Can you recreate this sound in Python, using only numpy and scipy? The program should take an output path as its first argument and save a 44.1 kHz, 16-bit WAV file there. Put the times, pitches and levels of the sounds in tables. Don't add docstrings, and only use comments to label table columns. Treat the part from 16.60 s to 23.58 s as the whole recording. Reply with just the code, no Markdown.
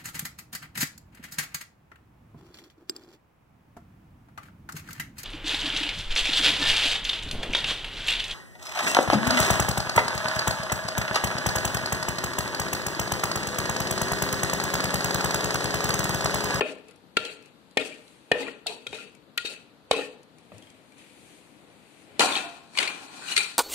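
import sys
import numpy as np
from scipy import signal
from scipy.fft import rfft, irfft, next_fast_len
from scipy.io import wavfile
from scipy.ndimage import uniform_filter1d

SR = 44100
rng = np.random.default_rng(int(sys.argv[2]) if len(sys.argv) > 2 else 0)


def store_wav(level_fs):
    pcm = np.round(np.clip(np.atleast_2d(level_fs), -1, 1) * 32767)
    wavfile.write(sys.argv[1], SR, pcm.T.astype(np.int16))


def boost_factor(decibels):
    exponent = np.asarray(decibels, float) / 20
    return 10 ** exponent


N = 307818
TIME = np.arange(N) / SR


def unit(x):
    return x / np.sqrt(np.mean(x ** 2))


def over_hz(table, n):
    hz, value = np.transpose(table)
    bin_hz = np.arange(n // 2 + 1) * SR / n
    return np.interp(np.log(bin_hz + 1), np.log(hz), value)


def colour(x, table):
    n = next_fast_len(x.shape[-1])
    return irfft(rfft(x, n) * boost_factor(over_hz(table, n)), n)[..., :x.shape[-1]]


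def bands(x, edges):
    def cut(hz, kind):
        return signal.sosfilt(signal.butter(4, hz, kind, fs=SR, output="sos"), x)

    middle = [cut(pair, "band") for pair in zip(edges, edges[1:])]
    return [cut(edges[0], "low")] + middle + [cut(edges[-1], "high")]


def walk(rate):
    k = int(SR / rate)
    held = np.repeat(rng.standard_normal(N // k + 1), k)
    return 2 * np.tanh(0.26 * uniform_filter1d(held, k)[:N])


def wobble(count, n, smooth_s):
    k = int(smooth_s * SR)
    return np.sqrt(k) * uniform_filter1d(rng.standard_normal((count, n)), k)


def ring(t, hz, t60):
    return np.sin(2 * np.pi * hz * t) * np.exp(-np.log(1000) * t / t60)


def add(out, s, db, sound):
    i = int((s - .001) * SR)
    out[:, i:i + sound.shape[1]] += boost_factor(db) * sound[:, :N - i] / np.abs(sound).max(1, keepdims=True)


CONTACT_EDGES = [1230, 3200, 4800]


def strikes(events, modes, grit, clank_t60, ring_t60, ring_db, crack_db, crack_s, tick_db):
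    out, t = np.zeros((2, N)), np.arange(SR // 4) / SR
    hz, _, db = np.transpose(modes)
    choked = ring(t, hz[:, None], clank_t60)
    free = boost_factor(ring_db) * ring(t, hz[:, None], ring_t60)
    for s, peak_db, edge_db, low_hz, high_hz in events:
        mode_gain = boost_factor(db + 7.1 * rng.standard_normal((2, len(hz)))) * rng.choice([-1, 1], (2, len(hz)))
        body = mode_gain @ (choked + free * (0.33 + wobble(len(hz), len(t), 0.013)))
        favoured = 0.22 * ring(t, low_hz, 2.04 * clank_t60) + 0.44 * ring(t, high_hz, clank_t60)
        body = body / np.abs(body).max() + favoured
        crack = unit(colour(rng.standard_normal((2, len(t))), grit)) * np.exp(-t / crack_s)
        contact = 1 - np.exp(-t / 0.0022)
        blow = (body + boost_factor(crack_db) * crack) * contact
        for part, rel_db in zip(bands(blow, CONTACT_EDGES)[1:], (0, edge_db, edge_db + tick_db)):
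            add(out, s, peak_db + rel_db, part)
    return out


def played(parts, pushes, fades, flutter_db, flutter_rate, hiss_db=0):
    build_db, lift_s, lift_db_per_s = 16, 6.728, 281
    out, catch, t = 0, walk(flutter_rate), TIME[::32]
    s, build_s, db, weight_db, sharp_db = np.transpose(pushes)[:, :, None]
    lifted_db = lift_db_per_s * np.clip(t - lift_s, 0, None) * (s < lift_s)
    for part, rel_db, fade in zip(parts, (weight_db, 0, sharp_db, sharp_db + hiss_db), fades):
        shape_db = np.where(t < s, build_db * (t - s) / build_s, fade * (s - t)) - lifted_db
        power = np.sum(boost_factor(2 * (db + rel_db + shape_db)), axis=0)
        gain = np.interp(TIME, t, np.sqrt(power))
        part = part / np.sqrt(uniform_filter1d(part ** 2, size=2000) + 1e-12)
        out = out + part * gain * boost_factor(flutter_db * (catch + 2.0 * walk(flutter_rate)))
    return out


def friction(pushes, fades, hiss_db, modes, grit, scatter_db, mode_db, wander_db, flutter_db):
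    slips_per_s = 3000
    slip = (rng.random((2, N)) < slips_per_s / SR) * rng.choice([-1, 1], (2, N))
    slip = slip * boost_factor(scatter_db * rng.exponential(size=(2, N)))
    metal = 0
    for hz, width, db in modes:
        pole = np.exp(-np.pi * .6 * width / SR)
        rung = signal.lfilter([1, 0, -1], [1, -2 * pole * np.cos(2 * np.pi * hz / SR), pole ** 2], slip)
        metal = metal + rng.choice([-1, 1]) * (1 - pole) * boost_factor(db + wander_db * walk(14)) * rung
    sound = unit(colour(slip, grit)) + boost_factor(mode_db) * unit(metal)
    return played(bands(sound, CONTACT_EDGES), pushes, fades, flutter_db, flutter_rate=45, hiss_db=hiss_db)


def pings(events, db):
    out, t = np.zeros((2, N)), np.arange(SR // 3) / SR
    for s, peak_db, hz, t60 in events:
        pair = ring(t, hz, t60) + 0.19 * ring(t, 1.03 * hz, t60)
        add(out, s, peak_db + db, np.tile(pair * (1 - np.exp(-t / 0.00092)), (2, 1)))
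    return out


def same_t60(events, t60):
    return [tuple(row) + (t60,) for row in events]


# frequency in Hz, level in dB.
AIR_COLOUR = [(15, -51), (30, -46), (60, -15), (100, -11.5), (293, -2), (335, -4.5), (372, -13.5),
              (403, -9), (461, -10.5), (587, -14), (924, -15), (1540, -22.5), (3920, -24.5), (5550, -34),
              (13800, -35), (14900, -58)]


def air():
    hum = unit(colour(rng.standard_normal((2, N)), AIR_COLOUR))
    parts = bands(hum, [150, 500, 1500, 4800])
    return boost_factor(-58.5) * sum(part * boost_factor(walk(3.12)) for part in parts)


# peak in seconds, clank in dB, sharpness in dB, low and high ring in Hz.
LADLE_BLOWS = [(0.0084, -15, -11, 1770, 2770), (0.5692, -11.5, -7.5, 1383, 2705),
               (0.6502, -38.5, 8, 1320, 3160), (1.1724, -13, -6, 1830, 2400),
               (1.7165, -14.5, -7, 1810, 2516), (1.755, -40, -20, 1810, 2490),
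               (2.0674, -35, 15, 2050, 2800), (2.2685, -33, 3.5, 1400, 3240), (2.3282, -33, -9, 2190, 2410),
               (2.7775, -18, -0.5, 1906, 2490), (3.3119, -17.5, 4, 2490, 2190),
               (3.919, -47, -18, 1840, 2570)]
# frequency in Hz, width in Hz, level in dB.
PAN_MODES = [(297, 8, -19), (436.2, 18, -3), (488, 19, -5), (607, 15, -21), (847, 41, -16), (1390, 30, -22),
             (1810, 15, -18.5), (2272, 30, -13), (2490, 23, -10), (2612, 215, -13.5), (2980, 21, -14.5),
             (3750, 110, -12), (3980, 110, -10.5), (4353, 55, -21.5)]
# frequency in Hz, level in dB.
PAN_SCRAPE = [(35, -84), (60, -56), (240, -8), (269, -0.5), (331, -8), (479, -2), (1050, -26.5),
              (1830, -14.5), (3910, -17.5), (5280, -26), (8380, -25), (12100, -37.5), (14900, -59)]


def blows():
    return strikes(LADLE_BLOWS, PAN_MODES, PAN_SCRAPE, clank_t60=0.026, ring_t60=0.068, ring_db=-5.5,
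                   crack_db=1.5, crack_s=0.0027, tick_db=-2.5)


# peak in seconds, level in dB, note in Hz, deep thump in relative dB.
BOWL_THUDS = [(0.008, -11, 421, -59), (0.569, -19, 406, -31), (0.648, -37.5, 456, -37),
              (1.169, -14.5, 433, -38), (1.7145, -13, 459, -54), (1.752, -30, 497, -45),
              (2.061, -28, 717, -47), (2.263, -36.5, 415, -16), (2.328, -30.5, 405, -42),
              (2.774, -42, 460, -18), (2.847, -40, 400, -30), (3.311, -16.5, 463, -55),
              (3.917, -38, 588, -11.5), (5.593, -16, 448, -57), (5.599, -23, 626, -47),
              (5.643, -31, 724, -41), (5.754, -32, 740, -36), (6.188, -30, 555, -48),
              (6.228, -29.5, 410, -35), (6.599, -56, 810, -15), (6.762, -41, 390, -12)]


def thuds():
    out, t = np.zeros((2, N)), np.arange(SR // 4) / SR
    trail_hz, trail_db = np.array([[280], [440], [485], [615]]), np.array([-8.0, -4.0, 1.5, -3.5])
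    for s, db, hz, deep_db in BOWL_THUDS:
        push = rng.standard_normal((2, len(t))) * np.exp(-t / 0.0048)
        trail_gain = boost_factor(trail_db + 2.7 * rng.standard_normal((2, 4)))
        trail = trail_gain @ (ring(t, trail_hz, 0.45) * (.5 + wobble(4, len(t), 0.019)))
        note = ring(t, hz, 0.038) - 0.5 * ring(t, 1.98 * hz, 0.014)
        boom = note + 1.62 * bands(push, [1250])[0] + 0.079 * trail
        boom = boom * (1 - np.exp(-t / 0.00054)) ** 2
        add(out, s + 0.002336, db, bands(boom, [140])[1])
        thump = rng.standard_normal((2, len(t))) * t * np.exp(-t / 0.017)
        add(out, s, db + deep_db, bands(thump, [80, 150])[1])
    return out


# hardest at, in seconds, build-up in seconds, level in dB,
# weight on the bowl in dB, sharpness in dB.
LADLE_DRAGS = [(0.03, 0.023, -35, 3, -18), (0.08, 0.069, -42.5, 4, -4), (0.29, 0.03, -58, 6.5, -3),
               (0.6, 0.022, -39.5, -3, -5), (0.665, 0.053, -40, -3, 0), (0.73, .03, -58, 5, -14),
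               (0.86, 0.088, -59, 1.5, -3), (1.2, 0.014, -34, 0.5, -5), (1.26, 0.056, -52.5, -2, 8),
               (1.33, 0.086, -48.5, -0.5, -4), (1.74, 0.0071, -35.5, 2, -26), (1.81, 0.067, -39.5, 6, -0.5),
               (1.885, 0.092, -42.5, -1, -11), (2.078, .008, -41, 3, 4.5), (2.15, 0.046, -53, -2, 1),
               (2.29, 0.018, -55.5, 2, 5.5), (2.35, 0.028, -42.5, -1, 0.5),
               (2.405, 0.092, -42.5, -5.5, -4.5), (2.8, 0.013, -49, -24, 4.5),
               (2.856, 0.014, -36.5, -8.5, 1.5), (2.91, 0.059, -42, -5, -5.5),
               (3.33, 0.015, -33, 7.5, -0.5), (3.38, 0.043, -36.5, 6, -2), (3.43, 0.045, -61, 1.5, -11)]
DRAG_FADES = (128.6, 177, 192, 161)


def drags():
    return friction(LADLE_DRAGS, DRAG_FADES, -0.5, PAN_MODES, PAN_SCRAPE,
                    scatter_db=2.0, mode_db=2.5, wander_db=9.0, flutter_db=2.0)


# start in seconds, end in seconds, frequency in Hz, level in dB.
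RUBBED_MODES = [(0.012, 0.076, 1400, -60), (1.197, 1.27, 3300, -50), (1.735, 1.79, 1820, -41),
                (1.827, 1.905, 3200, -56), (1.861, 1.909, 1100, -52), (3.33, 3.463, 2600, -45.5),
                (3.388, 3.463, 1800, -48.5), (3.36, 3.41, 3980, -54), (5.78, 5.83, 2600, -43),
                (5.69, 5.715, 2200, -45), (6.612, 6.671, 1500, -48), (6.68, 6.765, 2880, -41),
                (6.69, 6.761, 1550, -49), (6.78, 6.86, 2450, -34), (2.776, 2.831, 1390, -54),
                (2.09, 2.17, 900, -51.5), (2.071, 2.15, 700, -49.5), (1.73, 1.86, 410, -45),
                (1.73, 1.84, 990, -57), (6.68, 6.745, 4000, -46)]


def sings():
    out = np.zeros((2, N))
    for start, end, hz, db in RUBBED_MODES:
        t = np.arange(int((end - start + 0.066) * SR)) / SR
        swell_db = np.interp(t, [0, .015, end - start, t[-1]], [-11, -5.0, -14, -43])
        beating = 0.49 + wobble(2, len(t), .005)
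        add(out, start, db + 11.5, beating * np.sin(2 * np.pi * hz * t) * boost_factor(swell_db))
    return out


# peak in seconds, level in dB, frequency in Hz.
EDGE_CATCHES = [(0.019, -32, 1390), (0.019, -39, 1870), (0.02, -23, 2500), (0.0439, -39, 2505),
                (0.0519, -40, 2583), (0.65, -45, 3170), (0.6605, -41, 4370), (1.203, -35, 2430),
                (1.2122, -36, 3680), (1.2192, -42, 2540), (1.2254, -39, 1851), (1.2282, -40, 2250),
                (1.324, -38.5, 2368), (2.3307, -39, 3730), (2.335, -37, 2497), (2.8515, -38, 4400),
                (2.8525, -33, 3750), (2.8695, -40, 2520), (2.8725, -37, 3770), (2.877, -37, 4340),
                (3.3384, -38, 4020), (3.3394, -43, 4400), (3.3397, -33, 1044), (3.3446, -36, 2497),
                (3.353, -39, 2497), (3.3655, -39, 3980), (3.3673, -39, 2497), (3.3753, -43, 3970),
                (3.38, -41, 2570), (3.3906, -40, 1260), (3.3937, -37, 2510), (3.4073, -36, 2454),
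                (3.4102, -43, 1410), (3.4216, -36.5, 1840), (3.4263, -38, 2450), (3.436, -37, 2490)]


def catches():
    return pings(same_t60(EDGE_CATCHES, 0.048), 1)


# peak in seconds, level in dB, bright part in relative dB, bangle in Hz.
BANGLE_TICKS = [(0.154, -55, -1, 2440), (0.285, -51, 0, 2560), (0.311, -53, 1.5, 2030),
                (0.361, -65.5, 12.5, 2580), (0.826, -48.5, -6, 2580), (0.8594, -54.5, 2.5, 2880),
                (1.1113, -54, -1, 4050), (1.4804, -50, -5, 4050), (2.551, -51.5, -0.5, 2300),
                (3.632, -58, 3.5, 4500), (3.785, -56.5, 1, 2360), (3.982, -55.5, 7.5, 2560),
                (4.024, -46.5, -5.5, 3240), (4.071, -49, -22, 3200), (4.1028, -49, -2, 3240),
                (4.322, -50.5, -8, 2360), (4.3834, -55.5, 5, 2650)]


def ticks():
    out, t = np.zeros((2, N)), np.arange(SR // 12) / SR
    for s, db, bright_db, hz in BANGLE_TICKS:
        click = rng.standard_normal((2, len(t))) * np.exp(-t / 0.0032)
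        _, dull, bright, _ = bands(click, [2000, 5000, 11000])
        add(out, s, db, dull + 0.52 * ring(t, hz, 0.076))
        add(out, s, db + bright_db + 5, bright)
    return out


# peak in seconds, level in dB, frequency in Hz, T60 in seconds.
WOKEN_MODES = [(0.569, -22, 2670, 0.038), (0.569, -21.5, 2265, 0.034), (0.569, -24, 1960, 0.028),
               (0.569, -21.5, 4200, 0.016), (0.569, -29.5, 205, .03), (0.66, -40, 450, .1),
               (1.78, -33, 480, .25), (1.172, -24.5, 2206, 0.085), (1.172, -22.5, 2466, 0.12),
               (1.172, -28.5, 795, .025), (1.172, -37, 172, .04), (1.717, -20, 2900, 0.036),
               (1.717, -25, 2480, 0.063), (1.755, -27, 595, 0.054), (1.83, -34, 2070, 0.05),
               (1.868, -32.5, 2400, .04), (1.882, -38, 1400, 0.043), (1.884, -34, 1910, 0.053),
               (1.888, -41, 2640, .03), (2.062, -39, 3600, .012), (2.069, -41, 2720, .04),
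               (2.08, -35, 2600, .04), (2.776, -29, 1420, 0.12), (2.776, -29, 12000, 0.0079),
               (3.3125, -25, 1086, 0.034), (1.7175, -23.5, 310, 0.034), (3.33, -28, 470, 0.28),
               (3.37, -30.5, 497, 0.42), (6.151, -44, 2300, .02), (6.762, -46, 70, 0.046),
               (6.777, -20, 8640, 0.034), (6.778, -20.5, 3994, 0.055), (6.765, -32, 4540, 0.042),
               (6.815, -37, 3880, 0.19), (1.717, -16.5, 1830, 0.061), (2.864, -42, 380, .02),
               (2.268, -28.5, 2480, 0.022), (2.268, -33.5, 3750, .04), (3.925, -45.5, 200, 0.073),
               (3.945, -53, 620, .08), (2.849, -33.5, 367, 0.017), (6.738, -31, 8050, 0.022),
               (6.696, -40, 8800, .02), (6.79, -36, 8550, 0.3), (6.724, -27, 4250, 0.033),
               (2.385, -44, 1400, 0.18)]


def woken():
    return pings(WOKEN_MODES, 0)


# fullest at, in seconds, build-up in seconds, level in dB,
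# low shuffle in dB, silky hiss in dB.
TURNS = [
    (1.5, 0.47, -64, -6, 1),
    (3.79, 0.059, -68.5, 2, -2),
    (3.95, 0.098, -62, 5, -3.5),
    (4.04, .05, -63.5, -17, -2),
    (4.39, 0.036, -57.5, -12, -3.5),
    (4.72, 0.53, -62, -1, 2.5),
    (5.1, 1, -73, 14, -13),
    (5.4, 0.86, -63.5, -22, -1),
    (5.568, 0.19, -60, 7, -10),
]
# frequency in Hz, level in dB.
CLOTH_COLOUR = [(24, -59.5), (40, -51), (105, -12), (191, -27.5), (216, -18), (290, -8), (782, -17.5),
                (1080, -28), (2390, -6), (5020, -23.5), (9090, -16), (13900, -32), (14900, -43)]
CLOTH_FADES = (38, 43, 49)


def rustle():
    fibres = rng.standard_normal((2, N)) * boost_factor(1.5 * rng.exponential(size=(2, N)))
    parts = bands(colour(fibres, CLOTH_COLOUR), [1100, 4800])
    return played(parts, TURNS, CLOTH_FADES, flutter_db=.6, flutter_rate=25)


# peak in seconds, level in dB, frequency in Hz, T60 in seconds.
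WALL_DENTS = [
    (1.7162, -14.5, 580, 0.0064),
    (3.3128, -10, 596, 0.0061),
    (3.3128, -21.5, 770, 0.011),
]


def dents():
    return -bands(pings(WALL_DENTS, 0), [45])[1]


# peak in seconds, level in dB, frequency
# in Hz, T60 in seconds.
RINGING_TAILS = [
    (5.757, -34, 760, 0.22),
    (5.84, -39, 690, .5),
    (5.77, -36, 2660, 0.38),
    (5.8, -39.5, 1450, 0.24),
    (5.862, -42, 290, .2),
    (6.777, -39.5, 400, .2),
    (3.94, -55, 105, .9),
]


def tails():
    return pings(RINGING_TAILS, 0)


# peak in seconds, clank in dB, sharpness in dB, low and high ring in Hz.
PAN_LANDINGS = [(5.5945, -14.5, 2, 2880, 4070), (5.6064, -18.5, -7, 1400, 4660),
                (5.6142, -20, -24, 1392, 4470), (5.6444, -43, 3, 2490, 2940),
                (5.7229, -35.5, 7, 2450, 3700), (6.1515, -36, -8, 2320, 3980),
                (6.1738, -20, -3, 2930, 3640), (6.1868, -18, -2.5, 2010, 2820),
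                (6.2285, -21.5, -5, 2260, 3600), (6.276, -24, -4.5, 2600, 4330),
                (6.7648, -16, 1, 2620, 4360), (6.777, -16, 2, 2400, 3950)]
# frequency in Hz, width in Hz, level in dB.
GRATE_MODES = [(469, 99, -9.5), (683, 160, -16), (1066, 68, -13), (1400, 83, -15), (2100, 230, -17),
               (2400, 54, -2.5), (2600, 83, -3.5), (2794, 80, -8.5), (3670, 44, -11), (3957, 390, 0.5),
               (4410, 150, -7)]
# frequency in Hz, level in dB.
GRATE_SCRAPE = [(35, -53), (60, -37.5), (295, -3), (513, -9), (743, -2.5), (1210, -12), (2470, -6),
                (4000, -11.5), (5660, -7), (8770, -6.5), (12100, -21), (13900, -27), (14900, -57)]


def landings():
    return strikes(PAN_LANDINGS, GRATE_MODES, GRATE_SCRAPE, clank_t60=.03, ring_t60=.25, ring_db=-12,
                   crack_db=0, crack_s=.0035, tick_db=-0.5)


# peak in seconds, level in dB,
# frequency in Hz.
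GRATE_BOUNCES = [(5.5963, -24, 3000), (5.5963, -24, 3570), (5.5963, -23.5, 2480), (5.5963, -33, 4150),
                 (5.6043, -31, 2980), (5.6082, -29, 4420), (5.6102, -22.5, 1960), (5.6102, -30, 2490),
                 (5.6232, -33, 4565), (5.6242, -28, 3080), (5.6252, -26, 2497), (5.6292, -27, 1400),
                 (5.6053, -20, 815), (5.6132, -20, 1033), (5.6382, -26, 740), (5.6462, -26, 732),
                 (5.6581, -29, 732), (5.6801, -32, 904), (5.725, -30, 3600), (5.735, -28, 3470),
                 (5.7546, -24.5, 3620), (5.7559, -27, 3060), (5.76, -27, 4300), (5.7639, -29.5, 760),
                 (5.7659, -27, 3220), (5.7699, -30, 2600), (5.775, -26, 3920),
                 (6.174, -35, 1070), (6.175, -29, 2200), (6.176, -36, 4521), (6.1869, -24, 3402),
                 (6.1874, -23, 4180), (6.1866, -22, 4720), (6.1869, -21, 2155), (6.1872, -20.5, 2940),
                 (6.2069, -31, 2310), (6.2285, -30, 2570), (6.2288, -27, 2170), (6.2358, -32, 3402),
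                 (6.276, -28, 4340), (6.276, -28, 2145), (6.281, -32, 2627)]


def clatter():
    return pings(same_t60(GRATE_BOUNCES, 0.027), 2.5)


# hardest at, in seconds, build-up in seconds, level in dB,
# weight in dB, sharpness in dB.
BASE_GRINDS = [(5.605, 0.0064, -23, 1.5, 0.5), (5.69, 0.026, -32.5, -44, -15), (5.765, 0.09, -30, -8, -6.5),
               (5.96, 0.17, -54, 1.5, -3), (6.172, 0.038, -43, 1, 0.5), (6.2, 0.0048, -25.5, -9.5, -6.5),
               (6.3, 0.04, -38, -6, -13), (6.44, 0.44, -52, 2.5, 0.5), (6.58, 0.22, -47.5, 0.5, -1.5),
               (6.72, 0.1, -33.5, -9.5, 0), (6.79, 0.043, -31, -12, 1)]
GRIND_FADES = (98, 130, 123, 142)


def grinds():
    return friction(BASE_GRINDS, GRIND_FADES, 1.5, GRATE_MODES, GRATE_SCRAPE,
                    scatter_db=1.0, mode_db=0.5, wander_db=1.5, flutter_db=0.5)


# peak in seconds, level in dB, frequency in Hz, T60 in seconds.
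PAN_ROCKING = [
    (6.688, -32, 2680, 0.028),
    (6.694, -26, 2850, 0.027),
    (6.7171, -23, 2900, 0.029),
    (6.7207, -19, 2900, 0.038),
    (6.7642, -16, 4380, 0.031),
    (6.7777, -10, 2835, 0.021),
]


def rocking():
    return pings(PAN_ROCKING, -11)


def kitchen(x):
    room_t60_s, room_db = 0.55, -15
    t = np.arange(SR // 2) / SR
    low, high = bands(rng.standard_normal((2, len(t))), [4000])
    tail = (low + high * np.exp(-t / 0.11)) * np.exp(-np.log(1000) * t / room_t60_s) * (t > .006)
    tail = tail / np.sqrt(np.sum(tail ** 2) / 2)
    return x + boost_factor(room_db) * signal.fftconvolve(x, tail, axes=1)[:, :N]


def scene():
    struck = blows() + landings() + thuds() + dents()
    rubbed = boost_factor(-3.0) * (drags() + grinds()) + sings() + catches()
    small = ticks() + woken() + tails() + clatter() + rocking()
    return kitchen(struck + rubbed + small) + rustle() + air()


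# frequency in Hz, share of time missing.
TREBLE_GAPS = [(4700, 0), (4900, .24), (6800, .13), (8000, .04), (10000, .07), (11500, .2), (14000, .4),
               (14250, .97)]


def gapped(x, width=6, hold=3):
    z = signal.stft(x, nperseg=1024)[2]
    bins, frames = z.shape[1:]
    chance = rng.random((bins // width + 1, frames // hold + 1))
    chance = np.repeat(np.repeat(chance, width, 0), hold, 1)[:bins, :frames]
    power = np.sum(np.abs(z[:, 100:]) ** 2, axis=(0, 1))
    calm = power < 6 * np.roll(power, 1)
    after_attack = 1.5 * (power < np.roll(power, 3) / 3)
    missing = (chance < over_hz(TREBLE_GAPS, 1024)[:, None] * (1 + after_attack)) & calm
    return signal.istft(z * np.where(missing, boost_factor(-24), 1), nperseg=1024)[1][:, :N]


def low_pass(x):
    return signal.sosfilt(signal.butter(12, 15070, fs=SR, output="sos"), x)


# frequency in Hz, left minus right in dB.
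PORT_COLOUR = [(60, 17), (110, 13), (200, 16.5), (370, 13), (690, 0), (1260, 3.5), (2320, 11), (4280, 7),
               (7870, 2.5), (14500, 8.5)]
# frequency in Hz, correlation.
PORT_CORRELATION = [(60, 0.5), (150, 0.89), (400, 0.99), (700, 0.36), (1400, 0.044), (3000, 0.014),
                    (14000, 0.015)]
# frequency in Hz, level in dB.
TREBLE_STEP = [(4750, -0.5), (4900, -2)]
# time in seconds, left minus right in dB.
PHONE_TURN = [
    (0.0, 5),
    (0.58, 5.5),
    (1.73, 4.5),
    (2.82, 5.5),
    (3.11, 3.5),
    (3.64, 3.5),
    (3.77, 4.5),
    (6.98, 5.5),
]


def record(dry):
    port_lag_s, top_hz, overload = 7e-5, 14800, .9
    n = next_fast_len(N)
    a, b = rfft(dry, n)
    like = np.clip(over_hz(PORT_CORRELATION, n), 0, 1)
    lean = boost_factor(over_hz(PORT_COLOUR, n))
    right = 2 * boost_factor(over_hz(TREBLE_STEP, n)) / np.sqrt(lean ** 2 + 1 + 2 * like * lean)
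    lag = np.exp(-2j * np.pi * port_lag_s * np.arange(len(a)) * SR / n)
    left_port = lean * right * a * lag
    right_port = right * (like * a + np.sqrt(1 - like ** 2) * b)
    ports = irfft(np.array([left_port, right_port]), n)[:, :N]
    turn_db = np.interp(TIME, *np.transpose(PHONE_TURN)) - 6.5
    ports = ports * boost_factor(np.array([0.37 * turn_db, -.7 * turn_db]))
    ports = overload * np.tanh(ports / overload)
    ports = signal.sosfilt(signal.butter(10, top_hz, fs=SR, output="sos"), ports)
    return low_pass(gapped(ports))


dry = scene()
out = record(dry)
store_wav(out)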